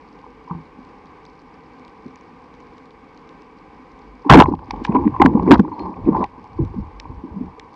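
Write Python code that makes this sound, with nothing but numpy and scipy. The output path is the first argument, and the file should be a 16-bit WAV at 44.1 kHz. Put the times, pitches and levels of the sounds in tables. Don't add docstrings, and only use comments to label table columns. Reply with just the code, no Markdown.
import sys
import numpy as np
from scipy import signal
from scipy.fft import rfft, irfft
from scipy.io import wavfile

SR = 44100
rng = np.random.default_rng(int(sys.argv[2]) if len(sys.argv) > 2 else 0)


def to_linear_factor(level_db):
    exponent = np.asarray(level_db, float) / 20
    return 10 ** exponent


def master_out(mix):
    frames = np.transpose(np.atleast_2d(mix))
    ceiling = np.clip(frames, -1, 1)
    pcm = np.round(ceiling * 32767).astype(np.int16)
    wavfile.write(sys.argv[1], SR, pcm)


N = 341775
TIME_S = np.arange(N) / SR
LOOSE_S = 4.44

# f/Hz, width/Hz, level/dB
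HOUSING_MODES = [(43, 25, 2.5), (73.6, 20, -2), (160.8, 10, -1), (200, 99, -1), (260, 20.2, 5.5),
                 (315.6, 41.5, 1), (433, 78, -1), (489.6, 49, -1.5), (807.6, 95, -1.5), (1022.5, 167, -1),
                 (1175, 86, -7), (1550, 88, -12), (2040, 890, -17), (2256, 140, -12.5), (4700, 570, -31)]
# f/Hz, density/dB per Hz
LEAK = [(20, -43), (100, -14.5), (400, -26.5), (620, -32.5), (1400, -30), (3000, -29.5), (5500, -33.5),
        (8000, -38.5), (11000, -69.5), (16000, -75)]
# t/s, level/dB
SEA_LEVEL = [
    (0.0, -44.5),
    (4.3, -45),
    (4.46, -57),
    (4.6, -52),
    (4.7, -42),
    (5.5, -47),
    (5.62, -49.5),
    (5.74, -46.5),
    (7.75, -47),
]
# f/Hz, level/dB
CAMERA_HUM = [(299, -57), (441, -59), (500, -66.5), (567, -66.5), (1200, -65.5), (1776, -90.5)]
# t/s, peak/dB
SHRIMP_SNAPS = [(0.1889, -47), (0.848, -46), (1.056, -47), (1.251, -37), (1.4162, -48), (1.7943, -47),
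                (1.848, -39.5), (1.878, -41), (2.1566, -35.5), (2.209, -44), (2.539, -41), (2.602, -44),
                (2.78, -41.5), (2.855, -45), (2.9057, -43), (3.174, -40), (3.29, -38), (3.4185, -42),
                (3.99, -42), (6.4404, -45), (6.6484, -41), (6.998, -21.5), (7.595, -29), (7.74, -44)]
# t/s, peak/dB, f/Hz, rise/s, hold/s, t60/s
SLOW_HEAVES = [
    (0.2, -49, 48, .15, 0, .8),
    (3.97, -40, 50, .15, 0, .6),
    (4.66, -31, 45, .05, .06, .4),
    (6.9, -33, 48, .05, .04, .4),
    (5.6008, -7.5, 185, .0015, .004, .06),
    (5.408, -17, 186, .02, .04, .12),
    (5.263, -6, 225, .002, 0, .09),
    (5.8, -33, 185, .04, .06, .2),
    (7.36, -33, 185, .04, .05, .2),
]
# t/s, peak/dB
LID_RAPS = [(0.474, -32), (0.495, -27), (0.508, -26), (0.528, -35), (0.544, -37), (4.244, -27.5),
            (4.263, -22), (4.486, -24), (4.874, -20.5), (4.892, -28), (4.947, -8), (4.958, -24),
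            (4.983, -19.5), (5.009, -24), (5.036, -19.5), (5.139, -20), (5.198, -8), (5.293, -21.5),
            (5.424, -25.5), (5.677, -29), (5.716, -22.5), (5.793, -30), (5.853, -22.5), (5.889, -35),
            (6.127, -20.5), (6.147, -13), (6.225, -15), (6.582, -27.5), (6.734, -34.5), (7.185, -36.5)]
# t/s, peak/dB, brightness/dB
LID_CLACKS = [(0.239, -34, -30), (0.263, -33.5, -38), (4.457, -10, -16), (4.536, -13.5, -37),
              (4.59, -30, -9), (4.707, -17, -5.5), (4.737, -19, -26), (4.849, -16, -3.5), (4.923, -35, 0.5),
              (5.075, -21.5, -7), (5.162, -15.5, -24), (5.217, 3, -9), (5.237, -11, -14), (5.259, -4.5, 0),
              (5.352, -18.5, -34), (5.372, -16, -37), (5.395, -10.5, -22), (5.479, -29, -2),
              (5.594, -13, -10), (5.647, -22, -24), (6.238, -13, -18), (7.052, -27.5, -31)]
# t/s, peak/dB, f/Hz
MOUNT_SWINGS = [(0.259, -42, 433), (0.507, -22, 168.3), (0.547, -27, 166.4), (0.591, -33.5, 164),
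                (0.785, -34.5, 262), (3.93, -44, 52), (4.259, -17, 293), (4.52, -32, 282),
                (4.903, -19, 250), (4.965, -12.5, 274.6), (4.993, -15, 349), (5.367, -22, 300),
                (5.47, -23.5, 187.5), (5.638, -20.5, 309.5), (5.711, -25, 301), (5.869, -31, 340),
                (6.108, -16.5, 177), (6.128, -19, 187), (6.588, -16.5, 334.5), (6.821, -45, 241)]
# t/s, peak/dB, f/Hz
SWIVEL_TAPS = [(.499, -22, 990), (0.509, -22, 1015), (0.53, -34, 1010), (.546, -34, 950),
               (1.068, -49, 4500), (1.263, -42, 4700), (1.54, -52, 4800), (1.66, -51, 4620),
               (1.786, -54, 4400), (4.018, -49, 4500), (4.246, -28, 400), (4.885, -41, 2000),
               (4.919, -40.5, 2400), (4.964, -30, 2100), (5.009, -46, 2000), (5.038, -46, 2100),
               (5.051, -41, 2100), (5.064, -46, 2000), (5.136, -42, 1510), (5.165, -42.5, 1500),
               (5.198, -25, 2030), (5.208, -40, 2200), (5.229, -32, 1900), (5.335, -45, 2000),
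               (5.464, -36, 1500), (5.474, -41, 2100), (5.484, -34, 2040), (5.494, -37, 1500),
               (5.94, -45, 2250), (5.97, -55, 3100), (6.053, -43, 2300), (6.065, -45, 2290),
               (6.165, -40, 2030), (6.22, -51, 3200), (6.24, -25.5, 2250), (6.261, -53, 4700),
               (7.021, -56, 5200), (7.042, -47, 2300)]
# t/s, peak/dB, f/Hz, rise/s, t60/s
WATER_PUSHES = [
    (0.501, -39.5, 79.3, 0.027, 0.5),
    (2.05, -38, 147, 0.011, 0.12),
    (4.301, -4, 61.9, 0.028, 0.45),
]
# t/s, peak/dB, f/Hz
GLOVE_BUMPS = [(0.791, -34, 256), (5.396, -29, 260), (5.47, -24, 185), (5.62, -26, 190), (5.941, -43, 190),
               (6.086, -16, 232), (6.759, -24, 226), (6.87, -27, 74.6), (6.969, -49, 230),
               (7.049, -36, 292), (7.31, -27.5, 70), (7.335, -30, 191), (7.459, -42, 70)]
# t/s, peak/dB, f/Hz
GRIP_THUMPS = [(2.056, -23, 251), (3.03, -45, 250), (4.446, -24, 73.4), (4.683, -33, 277),
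               (4.947, -3.5, 307.6), (5.056, -13.5, 260), (5.199, -5, 328), (5.215, -5, 294),
               (5.247, 4.5, 269), (5.277, -9.5, 188), (5.312, -14.5, 298), (5.352, -11.5, 220),
               (5.625, -25, 200), (5.676, -30.5, 295), (6.043, -20, 65.6), (6.377, -34, 260),
               (6.598, -11, 128.4), (6.617, -12, 78), (6.693, -28.5, 138), (6.738, -27.5, 360),
               (6.816, -23, 67), (7.094, -23.5, 105), (7.172, -28.5, 53.5), (7.236, -20.5, 259),
               (7.578, -38, 436)]
# t/s, peak/dB, f/Hz, shaking/s
NOTCH_CHATTER = [
    (4.286, -24, 950, 0.0066),
    (4.437, -13.5, 1033, 0.0067),
    (4.523, -23, 950, 0.0018),
    (4.957, -11, 991, 0.0097),
    (5.145, -28, 970, 0.0027),
    (5.233, -15, 1020, 0.0091),
    (5.424, -23.5, 1000, .004),
    (6.146, -16.5, 940, 0.0057),
    (6.158, -20.5, 892, 0.01),
    (6.218, -22, 1012, 0.017),
]
# t/s, peak/dB, f/Hz
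LINE_FLICKS = [(4.498, -47, 4600), (4.523, -47, 2200), (4.589, -51, 3600), (4.595, -50, 3400),
               (4.657, -51, 4600), (4.292, -30, 2100), (4.947, -36, 2300), (4.953, -35, 2300),
               (5.253, -27, 3200), (5.338, -52, 3000), (5.396, -47, 2400), (5.458, -46, 3000),
               (5.5375, -32, 7000), (5.597, -35, 6500), (5.679, -34, 900), (6.055, -51, 3200),
               (6.178, -47, 3400), (6.191, -46, 4300), (6.26, -46, 3030), (6.998, -32, 2420),
               (7.596, -28, 2600)]
# t/s, level/dB, f/Hz, shaking/s
SHAFT_RATTLES = [(4.293, -17, 870, .002), (4.297, 7, 1047, .004), (4.3035, 10, 830, .003),
                 (4.3105, 4, 1050, .005), (4.3215, 7, 850, .008), (4.335, 6, 1000, .003),
                 (4.341, 7, 900, .005), (4.359, -5, 850, .004), (4.4, 7, 1030, .0035),
                 (4.408, 4, 950, .004), (4.421, 2, 910, .003), (4.428, -16, 900, .004),
                 (4.432, -20, 1000, .003), (5.534, -6.5, 930, .005), (5.543, -13, 1015, .004),
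                 (5.553, -13, 950, .004)]
# t/s, level/dB, f/Hz, shaking/s
BAND_WHIPS = [
    (4.3025, 7, 130, .006),
    (4.3135, 3, 260, .003),
    (4.3185, 6, 150, .013),
    (4.339, 6, 338, .006),
    (4.349, 12, 325, .008),
    (4.364, 2, 230, .002),
    (4.3705, 11, 275, .021),
    (4.392, 10, 190, .006),
    (4.413, 0.5, 323, .0013),
]
# t/s, peak/dB, centre/Hz, rise/s, t60/s
LINE_DRAGS = [
    (4.428, -28, 2600, 0.01, 0.012),
    (4.833, -29, 3570, 0.0182, 0.044),
    (5.532, -17, 2440, 0.0093, 0.046),
    (5.569, -37, 2920, .014, 0.028),
]
# start/s, length/s, force/dB, reach to lid/dB
RUB_STROKES = [(4.439, 0.075, -22.5, -14), (4.617, 0.029, -40, -2.5), (4.741, 0.076, -35.5, -4),
               (4.944, 0.021, -15, -12), (5.039, 0.18, -31.5, -8.5), (5.245, 0.019, -18.5, -2.5),
               (5.342, 0.09, -20.5, -16.5), (5.478, 0.086, -19, -6.5), (5.642, 0.033, -31.5, -11.5),
               (5.795, 0.089, -31.5, -0.5), (5.931, 0.014, -36, -1.5), (5.984, 0.051, -31.5, -8),
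               (6.076, 0.055, -18.5, -14), (6.143, 0.078, -22, -3.5), (6.199, 0.041, -18.5, -8),
               (6.602, 0.057, -50, 6), (6.78, .05, -58, 7), (7.059, 0.03, -43, -10),
               (7.3, 0.13, -37.5, -10)]
# t/s, grip/dB
GLOVE_GRIP = [
    (6.252, 0),
    (6.27, -14),
    (6.3, -8),
    (6.36, 0),
]
# t/s, level/dB
WATER_SURGES = [(4.44, -17), (4.55, -33), (4.66, -34), (4.8, -38), (4.911, -29.5), (5.02, -24.5),
                (5.13, -27.5), (5.26, -16), (5.41, -24), (5.55, -22), (5.69, -36), (5.84, -32.5),
                (6.06, -29), (6.18, -26), (6.641, -22), (6.8, -25.5), (6.96, -47), (7.15, -31.5),
                (7.43, -31.5)]
# t/s, length/s, level/dB
LINE_SCRAPES = [(4.444, 0.0088, -78), (4.699, 0.03, -59), (4.823, .03, -61), (4.937, 0.025, -67.5),
                (5.23, 0.027, -57.5), (5.47, .02, -62.5), (5.535, 0.015, -65), (5.807, 0.016, -56.5),
                (6.045, 0.026, -66), (6.168, 0.063, -59.5), (6.917, .02, -70), (7.22, .02, -72),
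                (7.352, .02, -73), (7.7, 0.036, -77)]
# t/s, peak/dB, housing knock re peak/dB
LINE_TICKS = [(4.4573, -47, 0), (4.55, -44.5, -4), (4.7073, -18.5, -17), (4.761, -48, 4),
              (4.8484, -21.5, 2), (4.865, -34, -5), (4.947, -48.5, 17.5), (4.956, -51, 12.5),
              (5.43, -41, -9), (5.491, -38, 3), (5.792, -37.5, 2), (6.2402, -28, -13)]
# t/s, peak/dB, f/Hz
BUBBLE_FIZZ = [
    (4.462, -50, 4400),
    (4.9, -44, 2110),
    (5.029, -49, 2000),
    (5.13, -52, 2390),
    (5.27, -49, 1980),
    (5.46, -38, 2000),
    (6.14, -55, 4480),
    (6.18, -55, 4500),
    (6.17, -55, 3250),
]
# t/s, peak/dB, f/Hz
HAND_KNOCKS = [
    (4.482, -9, 315),
    (4.511, -7.5, 285),
    (4.534, -15, 230),
    (4.732, -19.5, 270),
    (4.891, -8, 187),
    (5.348, -2.5, 224),
    (5.37, -10, 285),
    (5.592, 2, 206.7),
    (5.678, -23.5, 399),
]
# t/s, peak/dB, f/Hz
MOUNT_ROCKS = [
    (5.045, -6, 299),
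    (6.071, -16, 226),
    (6.764, -18, 200),
    (7.35, -23, 199.5),
    (7.39, -21, 250),
]
# t/s, level/dB, f/Hz, shaking/s
BUTT_SLAM = [
    (5.5085, 10, 283, .022),
    (5.5152, 7, 1100, .0003),
]
# t/s, level/dB, f/Hz, t60/s
SHAFT_CLINKS = [
    (5.733, -54, 4250, .08),
    (5.794, -43, 4240, .15),
    (5.79, -50, 2300, .08),
    (5.79, -56, 3050, .08),
]


def evened(x):
    return x / np.sqrt(np.mean(x ** 2) + 1e-20)


def peaked(x):
    return x / abs(x).max()


def add(mix, start_s, sound):
    part = mix[round(start_s * SR):][:len(sound)]
    part += sound[:len(part)]


def band(x, lo_hz, hi_hz):
    return signal.sosfilt(signal.butter(2, [lo_hz, hi_hz], "band", fs=SR, output="sos"), x)


def envelope(rise_s, hold_s, t60_s):
    t = np.arange(round((rise_s + hold_s + t60_s) * SR)) / SR
    attack = np.sin(np.pi / 2 * np.clip(t / rise_s, 0, 1)) ** 2
    return t, attack * to_linear_factor(-60 * np.maximum(t - rise_s - hold_s, 0) / t60_s)


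def push(rise_s, t60_s):
    shape = envelope(rise_s, 0, t60_s)[1][:4000]
    return rng.standard_normal(4000) * np.pad(shape, (0, 4000 - len(shape)))


def puff(hz, width, rise_s, t60_s):
    edges_hz = hz / width, min(hz * width, SR / 2.2)
    return peaked(band(band(push(rise_s, t60_s), *edges_hz), *edges_hz))


def ring(hz, rise_s, hold_s, t60_s, wobble=0.0055, pair_db=-7, jitter=0.):
    t, shape = envelope(rise_s, hold_s, t60_s)
    chance, stumble = rng.random(), rng.standard_normal(400)
    turns = hz * t * (1 + wobble * np.exp(-t / 0.0072))
    turns = turns + jitter * np.interp(turns, np.arange(len(stumble)), stumble - stumble[0])
    neighbour = to_linear_factor(pair_db) * np.sin(2 * np.pi * turns * (0.716 + 0.587 * chance))
    return -shape * (neighbour + np.sin(2 * np.pi * turns))


def grains(per_s, spread_db):
    size = to_linear_factor(spread_db * np.minimum(rng.exponential(1, N), 5)) * rng.choice([-1., 1.], N)
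    return evened(size * (rng.random(N) < per_s / SR))


def lumps(per_s, depth_db):
    knots = rng.standard_normal(2000)
    return to_linear_factor(depth_db * np.interp(TIME_S * per_s, np.arange(len(knots)), knots))


def swell(start_s, length_s, db, rise_db_per_s, fall_db_per_s, rest_db):
    start_s, length_s, db = (np.reshape(v, (-1, 1)) for v in (start_s, length_s, db))
    t = TIME_S[::64]
    climb_db = rise_db_per_s * np.maximum(start_s - t, 0)
    fall_db = fall_db_per_s * np.maximum(t - start_s - length_s, 0)
    strokes_db = (db - climb_db - fall_db).max(axis=0)
    fade_in = np.clip((TIME_S - LOOSE_S) / 0.033 + 1, 0, 1)
    return fade_in * to_linear_factor(np.interp(TIME_S, t, np.maximum(strokes_db, rest_db)))


def housing(x, lo_hz, hi_hz):
    out = np.zeros(len(x))
    for k, (hz, width_hz, db) in enumerate(HOUSING_MODES):
        if lo_hz < hz < hi_hz:
            out += (-1) ** k * to_linear_factor(db) * signal.lfilter(*signal.iirpeak(hz, hz / width_hz, SR), x)
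    return out


def snaps(events, rise_s, t60_s, lag_s):
    mix = np.zeros(N)
    for s, db, hz, knock_db in events:
        snap = puff(hz, 1.62, rise_s, t60_s)
        knock = puff(2240, 1.34, rise_s, 3 * t60_s)
        add(mix, s + lag_s, to_linear_factor(db) * (snap + to_linear_factor(knock_db) * knock))
    return mix


def thumps(events):
    mix = np.zeros(N)
    for s, db, hz, rise_s, t60_s in events:
        mount = peaked(band(housing(push(rise_s, t60_s), 100, 600), 60, 320))
        add(mix, s, to_linear_factor(db) * ring(hz, rise_s, 0, t60_s, wobble=0.13, jitter=0.0064))
        add(mix, s, to_linear_factor(db - 8.5) * mount)
    return mix


def jolts(events, rise_s, t60_s):
    mix = np.zeros(N)
    for s, db, hz, hold_s in events:
        add(mix, s, to_linear_factor(db) * ring(hz, rise_s, hold_s, t60_s, pair_db=-8, jitter=.1))
        add(mix, s, to_linear_factor(db - 33.5) * puff(1800, 2.0, rise_s + hold_s, 4.0 * t60_s))
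        add(mix, s, to_linear_factor(db - 17.0) * puff(576, 3.0, rise_s + hold_s, 4.5 * t60_s))
    return mix


def sea():
    water = rng.standard_normal(N) * lumps(11.0, 0.89) + to_linear_factor(-20.5) * grains(380, 6.5)
    leak_hz, leak_db = np.transpose(LEAK)
    f_hz = np.fft.rfftfreq(N, 1 / SR)
    power = to_linear_factor(2 * np.interp(np.log(f_hz + 1), np.log(leak_hz), leak_db))
    for centre_hz, width_hz, db in HOUSING_MODES:
        power += to_linear_factor(2 * db) / (1 + ((f_hz - centre_hz) / width_hz) ** 2 * 2) ** 2
    hiss = to_linear_factor(np.interp(TIME_S, *np.transpose(SEA_LEVEL))) * evened(irfft(rfft(water) * np.sqrt(power), N))
    echoes = rng.standard_normal(400) * to_linear_factor(-60 * np.arange(400) / SR / 0.011)
    far = signal.oaconvolve(abs(grains(200, 3.6)), abs(echoes))[:N] * water[::-1]
    crackle = to_linear_factor(-71.5) * evened(band(band(far, 3800, 6000), 3800, 6000))
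    hum = sum(to_linear_factor(db) * np.sin(2 * np.pi * hz * TIME_S) * lumps(1.7, 0.9) for hz, db in CAMERA_HUM)
    return hiss + crackle + hum


def shrimp():
    events = [(s, db, 4450 * (1 + .07 * rng.standard_normal()), -9) for s, db in SHRIMP_SNAPS]
    return snaps(events, rise_s=.0003, t60_s=.005, lag_s=.0012)


def heaves():
    mix = np.zeros(N)
    for s, db, hz, rise_s, hold_s, t60_s in SLOW_HEAVES:
        add(mix, s, to_linear_factor(db) * ring(hz, rise_s, hold_s, t60_s, pair_db=-18, jitter=.02))
    return mix


def lid_hits():
    mix = np.zeros(N)
    raps = [(s, db, -24.5, 0.079) for s, db in LID_RAPS]
    clacks = [(*row, 0.0084) for row in LID_CLACKS]
    for s, db, bright_db, t60_s in raps + clacks:
        lid = peaked(band(housing(push(0.0018, t60_s), 700, 1300), 804, 1080))
        add(mix, s - .002, to_linear_factor(db) * lid)
        add(mix, s - .002, to_linear_factor(db + bright_db) * puff(1610, 1.52, 0.0038, t60_s))
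    return mix


def mount_swings():
    return thumps([(*row, 0.0057, 0.16) for row in MOUNT_SWINGS])


def swivel_taps():
    mix = np.zeros(N)
    for s, db, hz in SWIVEL_TAPS:
        add(mix, s - .001, to_linear_factor(db) * puff(hz, 1.17, .002, 0.012))
    return mix


def water_pushes():
    return thumps(WATER_PUSHES)


def glove_bumps():
    mix = np.zeros(N)
    for s, db, hz in GLOVE_BUMPS:
        add(mix, s, to_linear_factor(db) * ring(hz, 0.01, 0, 0.09, wobble=.05, pair_db=-9.5, jitter=0.029))
    return mix


def grip_thumps():
    return thumps([(*row, 0.0064, 0.055) for row in GRIP_THUMPS])


def notch_chatter():
    mix = np.zeros(N)
    for s, db, hz, hold_s in NOTCH_CHATTER:
        add(mix, s, to_linear_factor(db) * ring(hz, .0015, hold_s, .012, pair_db=-17.5, jitter=0.029))
    return mix


def line_flicks():
    mix = np.zeros(N)
    for s, db, hz in LINE_FLICKS:
        add(mix, s, to_linear_factor(db) * puff(hz, 1.53, 0.0015, 0.0054))
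    return mix


def shaft_rattles():
    return jolts(SHAFT_RATTLES, rise_s=.0008, t60_s=.008)


def band_whips():
    return jolts(BAND_WHIPS, rise_s=.0012, t60_s=.008)


def line_drags():
    mix = np.zeros(N)
    for s, db, hz, rise_s, t60_s in LINE_DRAGS:
        add(mix, s, to_linear_factor(db) * puff(hz, 2.07, rise_s, t60_s))
    return mix


def rubbing():
    start_s, length_s, force_db, reach_db = np.transpose(RUB_STROKES)
    grip = to_linear_factor(np.interp(TIME_S, *np.transpose(GLOVE_GRIP)))
    mount = grip * swell(start_s, length_s, force_db, 254, 447, rest_db=-53)
    lid = grip * swell(start_s, length_s, force_db + reach_db, 254, 447, rest_db=-47.5)
    start_s, db = np.transpose(WATER_SURGES)
    surge = swell(start_s, 0, db, 176.5, 176.5, rest_db=-53)
    start_s, length_s, db = np.transpose(LINE_SCRAPES)
    scrape = swell(start_s, length_s, db, 194.5, 194.5, rest_db=-89.5)

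    slips = grains(4000, 4.0) * lumps(60, 2.1)
    water = band(rng.standard_normal(N), 30, 105) * lumps(14, 2.0)
    mount_rub = band(housing(grains(670, 0.44) * lumps(37, 6.9), 100, 600), 160, 391)
    between_rub = band(slips, 330, 670)
    lid_rub = band(band(housing(slips, 700, 1300), 700, 1300), 650, 1350)
    edge_rub = housing(slips, 1400, 5000) + to_linear_factor(-36.0) * slips
    edge_rub = band(band(edge_rub, 1900, 5500), 1900, 5500)

    out = surge * evened(water) + mount * evened(mount_rub)
    out += to_linear_factor(-10.5) * np.sqrt(mount * lid) * evened(between_rub)
    return out + lid * evened(lid_rub) + scrape * evened(edge_rub)


def line_ticks():
    events = [(s, db, 3680, knock_db) for s, db, knock_db in LINE_TICKS]
    return snaps(events, rise_s=0.0025, t60_s=0.0054, lag_s=-0.00039)


def bubble_fizz():
    mix = np.zeros(N)
    for s, db, hz in BUBBLE_FIZZ:
        add(mix, s, to_linear_factor(db) * puff(hz, 1.22, 0.019, .12))
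    return mix


def hand_knocks():
    return thumps([(*row, 0.0055, 0.028) for row in HAND_KNOCKS])


def mount_rocks():
    return thumps([(*row, 0.025, 0.08) for row in MOUNT_ROCKS])


def butt_slam():
    return jolts(BUTT_SLAM, rise_s=.0007, t60_s=.009)


def shaft_clinks():
    mix = np.zeros(N)
    for s, db, hz, t60_s in SHAFT_CLINKS:
        add(mix, s, to_linear_factor(db) * ring(hz, 0.0016, 0, t60_s, wobble=0, pair_db=-28))
    return mix


def scene():
    mix = sea() + shrimp() + heaves() + lid_hits() + mount_swings() + swivel_taps()
    mix += water_pushes() + glove_bumps() + grip_thumps()
    mix += notch_chatter() + line_flicks() + shaft_rattles() + band_whips() + line_drags()
    mix += rubbing() + line_ticks() + bubble_fizz() + hand_knocks()
    mix += mount_rocks() + butt_slam() + shaft_clinks()
    return mix[None]


def low_pass(x):
    return signal.sosfilt(signal.butter(12, 15700, fs=SR, output="sos"), x)


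def record(dry):
    clipped = np.clip(dry, -.95, .95)
    coupled = signal.lfilter(*signal.butter(1, 55, "high", fs=SR), clipped)
    smooth = signal.lfilter(*signal.butter(2, 5000, fs=SR), coupled)
    hiss = band(rng.standard_normal(dry.shape), 6000, 10500)
    hiss = to_linear_factor(-81) * signal.sosfilt(signal.ellip(6, 1, 40, 12400, fs=SR, output="sos"), hiss)
    edge = signal.firwin(255, 15700, window=("kaiser", 8), fs=SR)
    mix = signal.oaconvolve(np.clip(smooth, -1, 1) + hiss, edge[None], "same")
    return low_pass(mix)


dry = scene()
out = record(dry)
master_out(out)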